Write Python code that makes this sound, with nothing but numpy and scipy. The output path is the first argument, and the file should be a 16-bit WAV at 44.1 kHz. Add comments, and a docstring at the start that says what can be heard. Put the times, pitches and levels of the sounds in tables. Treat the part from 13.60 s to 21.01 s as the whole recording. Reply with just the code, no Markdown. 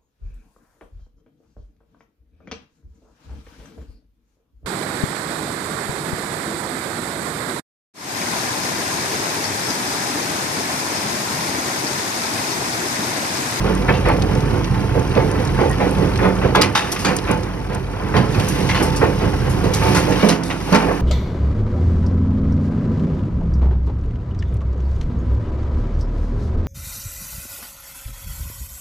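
"""A diesel drones and throbs as a tractor-driven crusher chews stone and brick rubble in a farmyard.
Rubble churns in the steel chamber and bursts at strokes of the jaw: noise shaped by collisions and resonances.
An excavator refills the hopper: grit patters in, stones crack against the steel, chips tick and a stone squeaks.
Two heavy blocks set the hopper walls booming in decaying modes. All is heard through two close microphone ports."""
import sys
import numpy as np
from scipy import signal
from scipy.fft import rfft, irfft, next_fast_len
from scipy.io import wavfile

SR = 44100
rng = np.random.default_rng(int(sys.argv[2]) if len(sys.argv) > 2 else 0)


def master(y):
    """Save y as 16-bit WAV."""
    cut = np.clip(np.atleast_2d(y).T, -1, 1)
    pcm = np.round(cut * 32767)  # scale
    wavfile.write(sys.argv[1], SR, pcm.astype(np.int16))


N = 326781
TIME = np.arange(N) / SR  # seconds
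BINS = np.fft.rfftfreq(8192, 1 / SR)  # Hz, grid on which colours are drawn
FIRST_CLOSE_S, STROKE_S = .095, .2138  # the jaw closes at a steady beat

# load in the chamber: (time [s], relative frame rumble [dB], relative grinding [dB])
LOAD_CURVE = [(0, -24, -24), (1.1, -24, -27), (2.35, -23.5, -25), (2.95, -27.5, -26.5), (3.3, -33.5, -29),
              (3.75, -29, -28), (4.2, -33, -33.5), (4.48, -28.5, -27), (4.72, -24, -25), (5.7, -24.5, -27),
              (6.3, -22.5, -25.5), (6.58, -28, -23), (6.82, -35, -28.5), (7.0, -34.5, -29),
              (7.41, -43, -27)]
# grit pouring from the bucket: (time [s], relative level [dB])
POUR_CURVE = [(0, -40.5), (1.1, -43), (2.55, -41.5), (3.07, -46.5), (3.29, -40), (3.38, -38), (3.95, -48),
              (4.27, -49.5), (4.72, -41.5), (4.85, -35.5), (5.2, -37), (5.55, -42), (6.12, -40),
              (6.28, -30.5), (6.48, -37), (6.68, -34), (6.85, -52), (7.12, -37), (7.41, -44)]
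# resonances of the crushing chamber: (frequency [Hz], width [Hz], lift [dB])
CHAMBER_MODES = [(129, 12, 3), (160, 14, -3), (186, 12, 5), (250, 16, -3), (284, 22, 4), (325, 14, 3),
                 (345, 16, -3), (374, 18, 2), (405, 14, -3), (432, 14, 3), (460, 16, -2), (502, 36, 6),
                 (925, 24, -4), (965, 20, -3), (716, 10, 6), (825, 16, 4), (884, 30, 7), (1040, 40, 2),
                 (1378, 30, 3), (1445, 30, 3), (2851, 40, 4), (3009, 25, 4), (3193, 28, 4), (3521, 40, 4),
                 (4240, 40, 4), (4694, 55, 5), (5954, 110, 3), (10609, 80, 3)]
STEEL_DB = sum(db / (1 + (2 * (BINS - hz) / width) ** 2) for hz, width, db in CHAMBER_MODES)


def amp(db):
    """Level to amplitude: 20 dB is a factor of ten."""
    return 10 ** (np.asarray(db) / 20)


def evened(x):
    """Normalization: scales a signal to an rms of one."""
    return x / np.sqrt(np.mean(x ** 2) + 1e-20)


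def read(points, hz):
    """Interpolates a spectrum linearly on a log-frequency axis."""
    f, value = np.transpose(points)
    return np.interp(np.log(hz + 1), np.log(f + 1), value)


def follow(rows, column=1):
    """Interpolates one column of a time curve at every sample."""
    rows = np.asarray(rows)
    return np.interp(TIME, rows[:, 0], rows[:, column])


def add(mix, s, sound):
    """Superposition: adds a sound to the mix from time s."""
    part = mix[..., max(round(s * SR), 0):][..., :sound.shape[-1]]
    part += sound[..., :part.shape[-1]]


def dying(t, t60):
    """Free decay: amplitude falls exponentially by 60 dB in t60 seconds."""
    return np.exp(-np.log(1000) * np.maximum(t, 0) / max(t60, .005))


def wander(top_hz, count=1024):
    """Low-passed random fluctuation with an rms of one, weak above top_hz."""
    length = N / SR
    low_pass = 1 + (np.fft.rfftfreq(count, length / count) / top_hz) ** 4
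    slow = irfft(rfft(rng.standard_normal(count)) / low_pass)
    return np.interp(TIME, np.linspace(0, length, count), evened(slow))


def impacts(per_s, spread_db, t60):
    """Shot noise: power (mean one) of random collisions of unequal size, each decaying exponentially."""
    sizes = amp(spread_db * np.minimum(rng.exponential(1, N), 4))
    hits = (rng.random(N) < per_s / SR) * sizes ** 2
    power = signal.lfilter([1], [1, -amp(-60 / (t60 * SR)) ** 2], hits)
    return power / power.mean()


def rattle(power, spectrum, lift_db):
    """Source and filter: independent noise at both ports follows a power curve through a causal resonant filter."""
    # folding the cepstrum gives the minimum-phase response
    cepstrum = irfft(np.log(amp(read(spectrum, BINS) + lift_db)))
    half = len(BINS) - 1
    cepstrum[1:half] *= 2
    cepstrum[half + 1:] = 0
    response = irfft(np.exp(rfft(cepstrum)))[:half]
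    response /= np.linalg.norm(response)
    noise = rng.standard_normal((2, len(power))) * np.sqrt(np.maximum(power, 0))
    return signal.oaconvolve(noise, response[None], axes=1)[:, :len(power)]


def stone_ring(count=16):
    """Local resonance: every stone and the spot it hits lift a few bands of their own, in dB over frequency."""
    edges = np.geomspace(700, 13000, count + 1)
    lift_db, sharpness = 11.5, 30  # greatest lift; Q of each resonance
    centres = rng.uniform(edges[:-1], edges[1:])
    return sum(lift_db * rng.random() / (1 + (2 * sharpness * (BINS / hz - 1)) ** 2) for hz in centres)


def struck(modes, s, level_db, rise_s):
    """Modal superposition: a steel part rings in decaying sines after one blow."""
    t, out = np.arange(SR) / SR, np.zeros(N)
    ring = sum(amp(db) * dying(t, t60) * np.sin(2 * np.pi * (hz * t + rng.random())) for hz, db, t60 in modes)
    add(out, s, amp(level_db) * ring * (1 - np.exp(-t / rise_s)))
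    return out


def clacks(low_hz, high_hz, per_s, spread_db, cycles, tilt, count=11):
    """Size scaling: colliding stones clack in three short modes, the big ones lower and louder."""
    t, out = np.arange(SR // 10) / SR, np.zeros((2, N))
    for hz in np.geomspace(low_hz, high_hz, count):
        sizes = amp(spread_db * np.minimum(rng.exponential(1, N), 3))
        hits = sizes * (rng.random(N) < per_s / SR)  # per_s holds for each size
        modes = hz * np.array([1, rng.uniform(1.2, 1.5), rng.uniform(1.6, 2.1)])[:, None, None]
        # the upper modes are weaker; each port has its own phases
        ring = (np.sin(2 * np.pi * (modes * t + rng.random((3, 2, 1)))) * hz / modes).sum(0)
        ring *= dying(t, cycles / hz) * (1 - dying(t, .003))
        out += evened(signal.oaconvolve(hits[None], ring, axes=1)[:, :N]) / hz ** tilt
    return evened(out)


def jaw(lead_s):
    """Harmonic motion: the jaw's swing lead_s ahead, 1 when closed and -1 when open."""
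    return np.cos(2 * np.pi * (TIME + lead_s - FIRST_CLOSE_S) / STROKE_S)


def diesel(level_db=-2.5, jitter=0.013, overtone_flutter_db=3, throb_db=2.0, sag=0.033):
    """Fourier synthesis: exhaust overtones of an uneven firing rate throb and sag as the jaw loads the engine."""
    # firing rate before jitter and sag: (time [s], frequency [Hz])
    firing_curve = [(0, 48.43), (.9, 48.15), (1.3, 47.54), (2.1, 48.64), (3.4, 48.74), (3.9, 47.6),
                    (4.9, 48.4), (5.5, 46.37), (6.4, 47.9), (7.41, 47)]
    # exhaust drone: (time [s], relative level [dB])
    drone_curve = [(0, -24), (.28, -24), (.6, -26), (2.1, -28.5), (2.55, -27), (2.97, -29), (3.07, -43),
                   (3.65, -32), (4.8, -29), (6.55, -28), (6.79, -38), (7.14, -30.5), (7.41, -30)]
    # partials of the firing tone: (multiple of firing rate [-], relative level [dB])
    partials = [(1, 1.5), (1.5, -21), (2, -8.5), (2.5, -34), (3, -8.5), (4, -21.5), (6, -33)]
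    firing_flutter_db = 1.6
    unevenness = 1 + jitter * wander(top_hz=9.9) - sag * jaw(lead_s=0.035)
    phase = 2 * np.pi * np.cumsum(follow(firing_curve) * unevenness) / SR
    tone = np.zeros(N)
    for multiple, db in partials:
        half_orders = round(2 * multiple)
        flutter_db = firing_flutter_db if half_orders == 2 else overtone_flutter_db
        gain = amp(db + flutter_db * wander(top_hz=9.3))
        tone += gain * np.sin(half_orders / 2 * phase + 2 * np.pi * rng.random())
    return amp(follow(drone_curve) + level_db + throb_db * jaw(lead_s=0.064)) * np.sqrt(2) * tone


def churn(rumble_db=1.5, grind_db=0, frame_steel=0.75, wall_steel=0.95, squeeze_db=1.0):
    """Random excitation: tumbling rubble shakes the frame and grinds along the walls, harder as the jaw closes."""
    # colour of the frame's rumble: (frequency [Hz], density [dB per Hz])
    rumble_colour = [(15, -32), (35, -16), (60, -1.5), (85, 4.5), (130, 3), (190, -4), (260, -11),
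                     (400, -16.5), (1000, -73)]
    # colour of grinding on the walls: (frequency [Hz], density [dB per Hz])
    grind_colour = [(100, -21), (200, 3), (290, 1), (500, -3.5), (620, -6), (1000, -5.5), (1500, -12.5),
                    (2400, -17.5), (3400, -31.5), (6000, -34), (16000, -72)]
    rumble_gain = amp(follow(LOAD_CURVE, column=1) + rumble_db)
    rumble = rumble_gain ** 2 * impacts(per_s=110, spread_db=-0.5, t60=0.1)
    grind_gain = amp(follow(LOAD_CURVE, column=2) + grind_db + squeeze_db * jaw(lead_s=0.0079))
    grind = grind_gain ** 2 * impacts(per_s=530, spread_db=0.5, t60=0.48)
    shaking = rattle(rumble, rumble_colour, frame_steel * STEEL_DB)
    return shaking + rattle(grind, grind_colour, wall_steel * STEEL_DB)


def frame(level_db=0, waver=0.58):
    """Sustained resonance: shaking keeps the frame humming in lightly damped modes that waver in level and phase."""
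    # modes of the frame: (frequency [Hz], relative level [dB])
    frame_modes = [(75, -11), (105, -10.5), (120, -16.5), (131, -10.5), (148, -10), (170, -14), (186, -9),
                   (296, -13.5), (328, -18.5), (387, -15.5), (433, -13.5), (480, -22), (506, -17)]
    hum = np.zeros(N)
    for hz, db in frame_modes:
        envelope = 1 + waver * (wander(top_hz=3.1) + 1j * wander(top_hz=2.3))
        hum += amp(db) * (envelope * np.exp(2j * np.pi * (hz * TIME + rng.random()))).real
    return amp(follow(LOAD_CURVE, column=1) + level_db) * hum


def pebbles(level_db=-9.5):
    """Discrete collisions: single pebbles clack as they bounce out of the mass in the chamber."""
    clacking = clacks(low_hz=649, high_hz=2600, per_s=7, spread_db=2.0, cycles=53, tilt=1.0)
    return amp(follow(LOAD_CURVE, column=2) + level_db) * clacking


def pour(level_db=4.0, steel=0.15, gravel_db=-5.5):
    """Granular excitation: sand and chips patter on the hopper's steel while gravel clacks among them."""
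    # colour of grit on steel: (frequency [Hz], density [dB per Hz])
    grit_colour = [(800, -14.5), (2000, 4.5), (2900, 7), (3400, 0.5), (5500, 2.5), (6600, -3), (9000, -3),
                   (11000, -7.5), (12800, -11.5), (16000, -17)]
    grains = impacts(per_s=1500, spread_db=1.5, t60=0.055)
    gravel = clacks(low_hz=1400, high_hz=5000, per_s=6, spread_db=2.5, cycles=70, tilt=.5, count=16)
    gain = amp(follow(POUR_CURVE) + level_db)
    return rattle(gain ** 2 * grains, grit_colour, steel * STEEL_DB) + gain * amp(gravel_db) * gravel


def hopper(hum_db=-4):
    """Modal response: blocks boom the wall, stones clang on the rim, and pouring grit keeps the wall humming."""
    # blocks landing on the wall: (time [s], level [dB], rise time constant [s])
    blocks = [(6.626, -13, 0.0043), (7.121, -14, 0.0038)]
    # modes of the wall: (frequency [Hz], relative level [dB], t60 [s])
    wall_modes = [(168.6, -3, 1.27), (176.3, -5, 0.66), (196.6, 8.5, 0.17), (214.8, 1, 0.52),
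                  (264, -8, 1.24), (276, -9.5, 1.1), (331, -15, 2.3), (419, -4, 0.56), (487, -18, 0.62),
                  (560, -7, 0.18), (600, -3, .3), (684, -7.5, 0.52), (910, -11, 0.44), (950, -30, 1.6),
                  (1000, -23, 1.1), (1085, -14, 0.32)]
    # stones clanging on the rim: (time [s], level [dB])
    clangs = [(2.949, -13.5), (2.957, -22), (3.152, -21), (3.172, -24), (3.447, -29), (7.146, -27)]
    # modes of the rim: (frequency [Hz], relative level [dB], t60 [s])
    rim_modes = [(862, 1, .12), (922, -1, 0.12), (1167, 1, 0.077), (1250, -4, 0.07), (1370, 0, 0.054),
                 (1450, -7, 0.12), (1543, -4, 0.15), (1650, -1, 0.09), (2070, -10, 0.15), (2568, -12, 0.13),
                 (2780, -21, 0.22), (3220, -15, .22), (3440, -5, .1), (6089, -20, .12)]
    # long-lived panel tones stirred by the pour: (frequency [Hz], relative level [dB])
    panel_tones = [(186, 9.5), (283, 0.5), (371, 3), (716, -17), (887, 5)]
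    booms = sum(struck(wall_modes, s, db, rise_s=rise) for s, db, rise in blocks)
    clang = sum(struck(rim_modes, s, db, rise_s=0.0003) for s, db in clangs)
    hum = sum(amp(db) * wander(top_hz=3.7) * np.sin(2 * np.pi * hz * TIME) for hz, db in panel_tones)
    return booms + clang + amp(follow(POUR_CURVE) + hum_db) * hum


def bursts(steel=1.0):
    """Brittle failure: crushed lumps and dropped heaps give swelling fracture volleys that ring on in the chamber."""
    # lumps bursting as the jaw closes, with relative levels:
    # (stroke number [-], squeeze before closing [s], thud [dB], crunch [dB], splinter [dB])
    bites = [(0, .055, -35, -20, -24.5), (1, .02, -15, -13.5, -25), (2, .06, -25, -14.5, -23.5),
             (3, .04, -22.5, -21.5, -31), (4, .035, -19, -21.5, -32), (6, .025, -20, -14.5, -37),
             (7, .032, -20.5, -13, -23), (8, 0.091, -36, -23.5, -37), (9, .03, -24, -11.5, -22.5),
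             (10, .03, -25, -11.5, -26), (11, .08, -20, -20.5, -31), (12, .05, -17.5, -11.5, -22),
             (13, .05, -26, -15.5, -26), (16, .07, -23, -19.5, -22.5), (17, .04, -20, -17, -22.5),
             (19, 0.065, -25, -25.5, -31), (21, .045, -12, -15, -19.5), (22, 0.046, -18, -20, -31),
             (23, 0.036, -34, -22.5, -32), (24, 0.029, -22.5, -15.5, -21), (25, .026, -14, -10.5, -19.5),
             (26, .044, -22, -18, -24), (27, .025, -25, -23, -29), (28, 0.052, -15.5, -19.5, -32),
             (29, .08, -17.5, -17, -22.5), (30, .036, -19, -14.5, -39), (32, 0.046, -30, -35, -34),
             (33, .085, -33, -29, -32)]
    # heaps of rubble dropping from the bucket, with relative levels:
    # (time [s], collapse [s], thud [dB], crunch [dB], splinter [dB])
    heaps = [(2.949, 0.046, -25, -13, -16.5), (6.346, 0.023, -23, -17, -16),
             (6.625, 0.017, -25, -11.5, -17.5), (7.121, 0.038, -29, -22.5, -16),
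             (7.25, 0.033, -23, -19, -29)]
    # colours of thud, crunch and splintering: each (frequency [Hz], density [dB per Hz])
    thud_colour = [(30, -46.5), (60, -3), (90, 1), (190, 0), (250, -8.5), (400, -27.5), (1000, -53)]
    crunch_colour = [(120, -22.5), (180, -5), (270, -1), (480, 3.5), (640, -1.5), (880, -12.5),
                     (1300, -25.5), (4000, -50)]
    splinter_colour = [(400, -12.5), (950, 5.5), (1400, -1.5), (2000, -2), (2500, -4), (3200, -10.5),
                       (5500, -20), (9000, -42), (16000, -51)]
    t, out = np.arange(SR // 2) / SR, np.zeros((2, N))
    fractures = impacts(per_s=900, spread_db=-1.0, t60=0.067)

    def volley(db, length, t60, first):
        """Energy release: power grows from a first fraction of full amplitude, then decays after length seconds."""
        swell = first + (1 - first) * np.minimum(2 * t / length, 1)
        return (amp(db) * swell * dying(t - length, t60)) ** 2

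    events = [(FIRST_CLOSE_S + round(stroke) * STROKE_S - squeeze, squeeze, *levels)
              for stroke, squeeze, *levels in bites]
    for s, length, thud_db, crunch_db, splinter_db in events + list(heaps):
        grains = np.roll(fractures, -round(s * SR))[:len(t)]
        ring_db = steel * STEEL_DB + stone_ring()
        thud = volley(thud_db - .3, length, t60=0.21, first=0.27)
        crunch = volley(crunch_db - 3.5, length, t60=0.38, first=0.67) * grains
        splinter = volley(splinter_db - 2.0, length, t60=0.28, first=0.73) * grains
        add(out, s, rattle(thud, thud_colour, ring_db))
        add(out, s, rattle(crunch, crunch_colour, ring_db))
        add(out, s, rattle(splinter, splinter_colour, ring_db))
    return out


def chips(octave_db=-10, per_s=10, faint_db=7, spread_db=3):
    """Impulsive fracture: flakes tick, each brightest at its own pitch; fainter random ones follow the grit's level."""
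    # chips snapping off: (time [s], level [dB], brightest frequency [Hz])
    loud = [(.150, -28, 9000), (.486, -28, 9000), (.621, -19.5, 4000), (.750, -27.5, 5000),
            (.805, -28, 4000), (.909, -30, 3700), (1.043, -21.5, 3000), (1.145, -32, 3000),
            (1.204, -32, 3800), (1.551, -24, 2980), (1.676, -35, 3500), (1.713, -26, 7070),
            (1.850, -24.5, 6030), (1.874, -26, 4000), (2.013, -29, 5000), (2.095, -27, 10000),
            (2.112, -24, 10560), (2.129, -29, 3500), (2.309, -29, 9440), (2.557, -24, 3000),
            (2.575, -24, 5000), (3.565, -14, 8950), (3.586, -21, 4000), (3.713, -20.5, 10000),
            (3.775, -38, 8000), (3.833, -26, 5000), (4.147, -23, 8360), (4.748, -28, 4000),
            (5.609, -37, 4990), (6.687, -18, 8000), (6.834, -24, 6000)]
    # colour of a snapping flake: (frequency [Hz], density [dB per Hz])
    flake_colour = [(1000, -3), (6000, 0.5), (9000, 2.5), (11000, -9), (13000, -13), (16000, -14)]
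    t, out = np.arange(SR // 12) / SR, np.zeros((2, N))
    rise_s, t60 = 0.00049, 0.028
    shape = (1 - np.exp(-t / rise_s)) * dying(t, t60)
    grit_db = follow(POUR_CURVE)
    faint = []
    for s, size, pitch in rng.random((int(per_s * N / SR), 3)) * [N / SR, 1, 1]:
        db = grit_db[int(s * SR)] + faint_db + spread_db * (2 * size - 1)
        faint.append((s, db, 2000 * 5 ** pitch))  # 2 to 10 kHz
    for s, db, hz in list(loud) + faint:
        hump_db = np.maximum(octave_db * np.log2((BINS + 1) / hz) ** 2, -50)
        add(out, s, rattle((amp(db) * shape) ** 2, flake_colour, hump_db + stone_ring()))
    return out


def snaps(level_db=0, octave_db=-3.0, rise_s=0.0016, t60=0.15, steel=1.0):
    """Sudden fracture: a lump splits at once deep in the chamber, a dense hard knock with little treble."""
    # splitting lumps: (time [s], level [dB], hold before decay [s], centre of emphasis [Hz])
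    splits = [(.281, -16.5, .014, 1900), (0.452, -20, 0.013, 1700), (0.487, -17.5, 0.015, 1100),
              (1.568, -25.5, 0.012, 520), (1.987, -22.5, 0.025, 900), (2.197, -22.5, 0.01, 1390),
              (2.587, -19.5, 0.0093, 1300), (2.639, -19.5, 0.022, 1000), (2.814, -23, 0.012, 1498),
              (2.846, -26, .008, 1500), (3.67, -23, 0.033, 1800), (4.538, -19.5, .02, 894),
              (5.413, -18, 0.024, 800), (6.212, -23, .014, 1400), (6.262, -26, 0.022, 1400),
              (6.352, -35, .025, 910), (7.127, -18, 0.022, 860), (7.203, -22, 0.042, 1000),
              (7.268, -18.5, 0.048, 520)]
    # colour muffled by the chamber: (frequency [Hz], density [dB per Hz])
    snap_colour = [(150, -11), (300, 1.5), (500, 3), (750, 3), (1500, -3), (2550, -3.5), (2950, -15),
                   (4000, -19), (8000, -32), (16000, -50)]
    t, out = np.arange(SR // 4) / SR, np.zeros((2, N))
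    fractures = impacts(per_s=1300, spread_db=0, t60=0.038)
    for s, db, hold, hz in splits:
        grains = np.roll(fractures, -round(s * SR))[:len(t)]
        shape = (1 - np.exp(-t / rise_s)) * dying(t - hold, t60)
        hump_db = np.maximum(octave_db * np.log2((BINS + 1) / hz) ** 2, -40)
        ring_db = hump_db + steel * STEEL_DB + stone_ring()
        add(out, s, rattle((amp(db + level_db) * shape) ** 2 * grains, snap_colour, ring_db))
    return out


def strikes(crack_db=2.5, knock_db=-3.3, knock_t60=1.77, rise_s=0.0006, snap=0.17, snap_t60=0.007, chip_tilt=0.76):
    """Impact radiation: stones hit steel and stone with a sharp crack over a longer, duller knock."""
    # stones landing in the open hopper, with relative levels: (time [s], crack [dB], knock [dB],
    # crack t60 [s], clatter before decay [s], centre of favoured range [Hz])
    stones = [(.338, -37, -24.5, 0.17, .004, 3700), (1.044, -44, -30, .04, .003, 2400),
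              (1.142, -49, -26.5, .04, .003, 1700), (2.557, -40, -28, 0.039, .003, 2300),
              (2.950, -25, -18.5, 0.11, 0.0073, 1350), (3.013, -14.5, -12, 0.044, 0.0086, 4700),
              (3.028, -26, -17.5, 0.14, 0.016, 2600), (3.150, -22.5, -14, 0.26, 0.018, 1300),
              (3.317, -22, -27, 0.1, 0.0044, 4380), (3.360, -39, -22, 0.066, 0.01, 1890),
              (3.391, -32.5, -33, .4, .018, 6000), (3.447, -26.5, -16, 0.15, 0.023, 1210),
              (3.487, -46, -21, 0.15, 0.0073, 1890), (4.130, -44, -35, .1, 0.0062, 1900),
              (4.564, -32, -21, 0.21, .008, 1700), (4.745, -42, -25, 0.076, .004, 2200),
              (4.796, -29, -23.5, .08, .004, 2420), (4.883, -26.5, -42, 0.18, .004, 5800),
              (5.089, -27.5, -15.5, 0.14, 0.014, 2250), (5.146, -30, -17.5, .14, 0.023, 2450),
              (5.225, -30, -40, 0.15, 0.014, 5800), (5.359, -29, -34, 0.12, .012, 5900),
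              (5.893, -35.5, -39, 0.16, 0.014, 10000), (6.041, -37.5, -31, .17, .008, 9500),
              (6.135, -24.5, -25.5, 0.17, 0.0092, 5550), (6.347, -25.5, -25, 0.24, 0.022, 5500),
              (6.366, -34, -20, .05, .004, 1700), (6.520, -32, -22.5, 0.093, .006, 2000),
              (6.591, -37, -23.5, 0.38, .012, 1700), (6.687, -20.5, -15, .17, 0.0068, 5600),
              (6.834, -36.5, -37.5, 0.72, .004, 4570), (6.901, -36, -19, 0.1, 0.0076, 2320),
              (7.124, -30, -26, .08, .004, 5000), (7.145, -23, -14.5, 0.14, 0.006, 1900)]
    # colours of crack and knock: each (frequency [Hz], density [dB per Hz])
    crack_colour = [(800, -59), (2500, -6.5), (4000, 1), (6200, 2), (7600, 2), (9000, -1), (11000, -4.5),
                    (12800, -11), (16000, -22)]
    knock_colour = [(200, -32), (600, 3.5), (1000, 6), (1600, 3), (2800, 2), (4000, -10), (7000, -13.5),
                    (16000, -63)]
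    t, out = np.arange(SR // 4) / SR, np.zeros((2, N))
    attack = (1 - np.exp(-t / rise_s)) * (1 + snap * dying(t, snap_t60))
    fragments = impacts(per_s=2400, spread_db=1, t60=.016)
    octaves = np.log2(np.clip(BINS, 2500, 11000) / 5000)
    note_db, note_width = 4.5, .3  # lift of the favoured range; half-width as a fraction of its centre
    for s, db, body_db, t60, clatter, hz in stones:
        grains = np.roll(fragments, -round(s * SR))[:len(t)]
        note = note_db / (1 + ((BINS / hz - 1) / note_width) ** 2)
        ring_db = 0.66 * STEEL_DB + stone_ring() + note
        bright_db = chip_tilt * (db - body_db) * octaves  # light stones, with little knock, crack highest
        crack = (amp(db + crack_db) * attack * dying(t - clatter, t60)) ** 2 * grains
        knock = (amp(body_db + knock_db) * attack * dying(t - clatter, t60 * knock_t60)) ** 2 * grains
        add(out, s, rattle(crack, crack_colour, ring_db + bright_db))
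        add(out, s, rattle(knock, knock_colour, ring_db))
    return out


def squeak(s=2.098, length=0.044, hz=1890, level_db=-29):
    """Frictional vibration: a stone skids briefly on steel, heard as a short pure tone."""
    t, out = np.arange(int(length * SR)) / SR, np.zeros(N)
    add(out, s, amp(level_db) * np.sin(2 * np.pi * hz * t) * signal.windows.tukey(len(t), .5))
    return out


def ports(diffuse, direct, overhead):
    """Partial coherence: two ports share part of each sound, with phase and level differences over frequency."""
    # likeness of the ports: (frequency [Hz], coherent fraction of amplitude [-])
    likeness = [(60, .92), (380, .95), (650, .75), (1100, .85), (1800, .8), (2400, .7), (3200, .4),
                (4200, .5), (5500, .66), (6500, .75), (7100, .99), (8000, .99), (8500, .76), (9700, .72),
                (10600, .95), (11800, .95), (12600, .5), (13400, .98)]
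    # phase by which left leads: (frequency [Hz], lead [rad])
    lead = [(60, 0), (150, -.1), (380, .39), (620, 1.53), (1100, .7), (1900, .65), (2500, 1.5), (3200, 2.7),
            (4400, 2.1), (5200, 1.25), (6000, 1.5), (7100, 3.0), (8000, 3.3), (9300, 4.3), (10500, 6.1),
            (12000, 6.5), (13300, 9.3), (16000, 9.5)]
    # left minus right: (frequency [Hz], level difference [dB])
    tilt = [(60, 3), (110, -4.5), (200, -7), (380, -10), (700, -2.5), (1290, 0.5), (2380, 0.5), (4400, 0.5),
            (8120, 1), (15000, -1.5)]
    # the hopper's mouth lies more squarely ahead: (frequency [Hz], reduction of left's lead [rad])
    squarer = [(1500, 0), (2400, .4), (3200, 1.5), (4400, .8), (5200, .3), (6000, 0)]
    size = next_fast_len(N + SR // 4)
    hz = np.fft.rfftfreq(size, 1 / SR)
    (a, b), both, (c, d) = rfft(diffuse, size), rfft(direct, size), rfft(overhead, size)
    same = np.clip(read(likeness, hz), 0, 1)
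    apart = np.sqrt(1 - same ** 2)
    side = amp(read(tilt, hz) / 2)
    above = np.exp(1j * read(squarer, hz))
    left = a + both + c
    right = same * a + apart * b + both + (same * c + apart * d) * above
    right = right * np.exp(-1j * read(lead, hz))
    return irfft(np.array([left * side, right / side]), size)[:, :N]


def scene():
    """Superposition of engine, crusher and falling rubble at the two ports."""
    direct = diesel() + frame() + hopper() + squeak()
    diffuse = churn() + pebbles() + pour() + bursts() + chips() + snaps()
    return ports(diffuse, direct, overhead=strikes())


def record(dry):
    """Soft saturation rounds off the loudest peaks; a low-pass filter then limits the band."""
    edge_hz = 15850
    held = dry / (1 + dry ** 8) ** (1 / 8)
    low_pass = signal.firwin(511, edge_hz, window=("kaiser", 9), fs=SR)
    return signal.oaconvolve(held, low_pass[None], "same")


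dry = scene()
out = record(dry)
master(out)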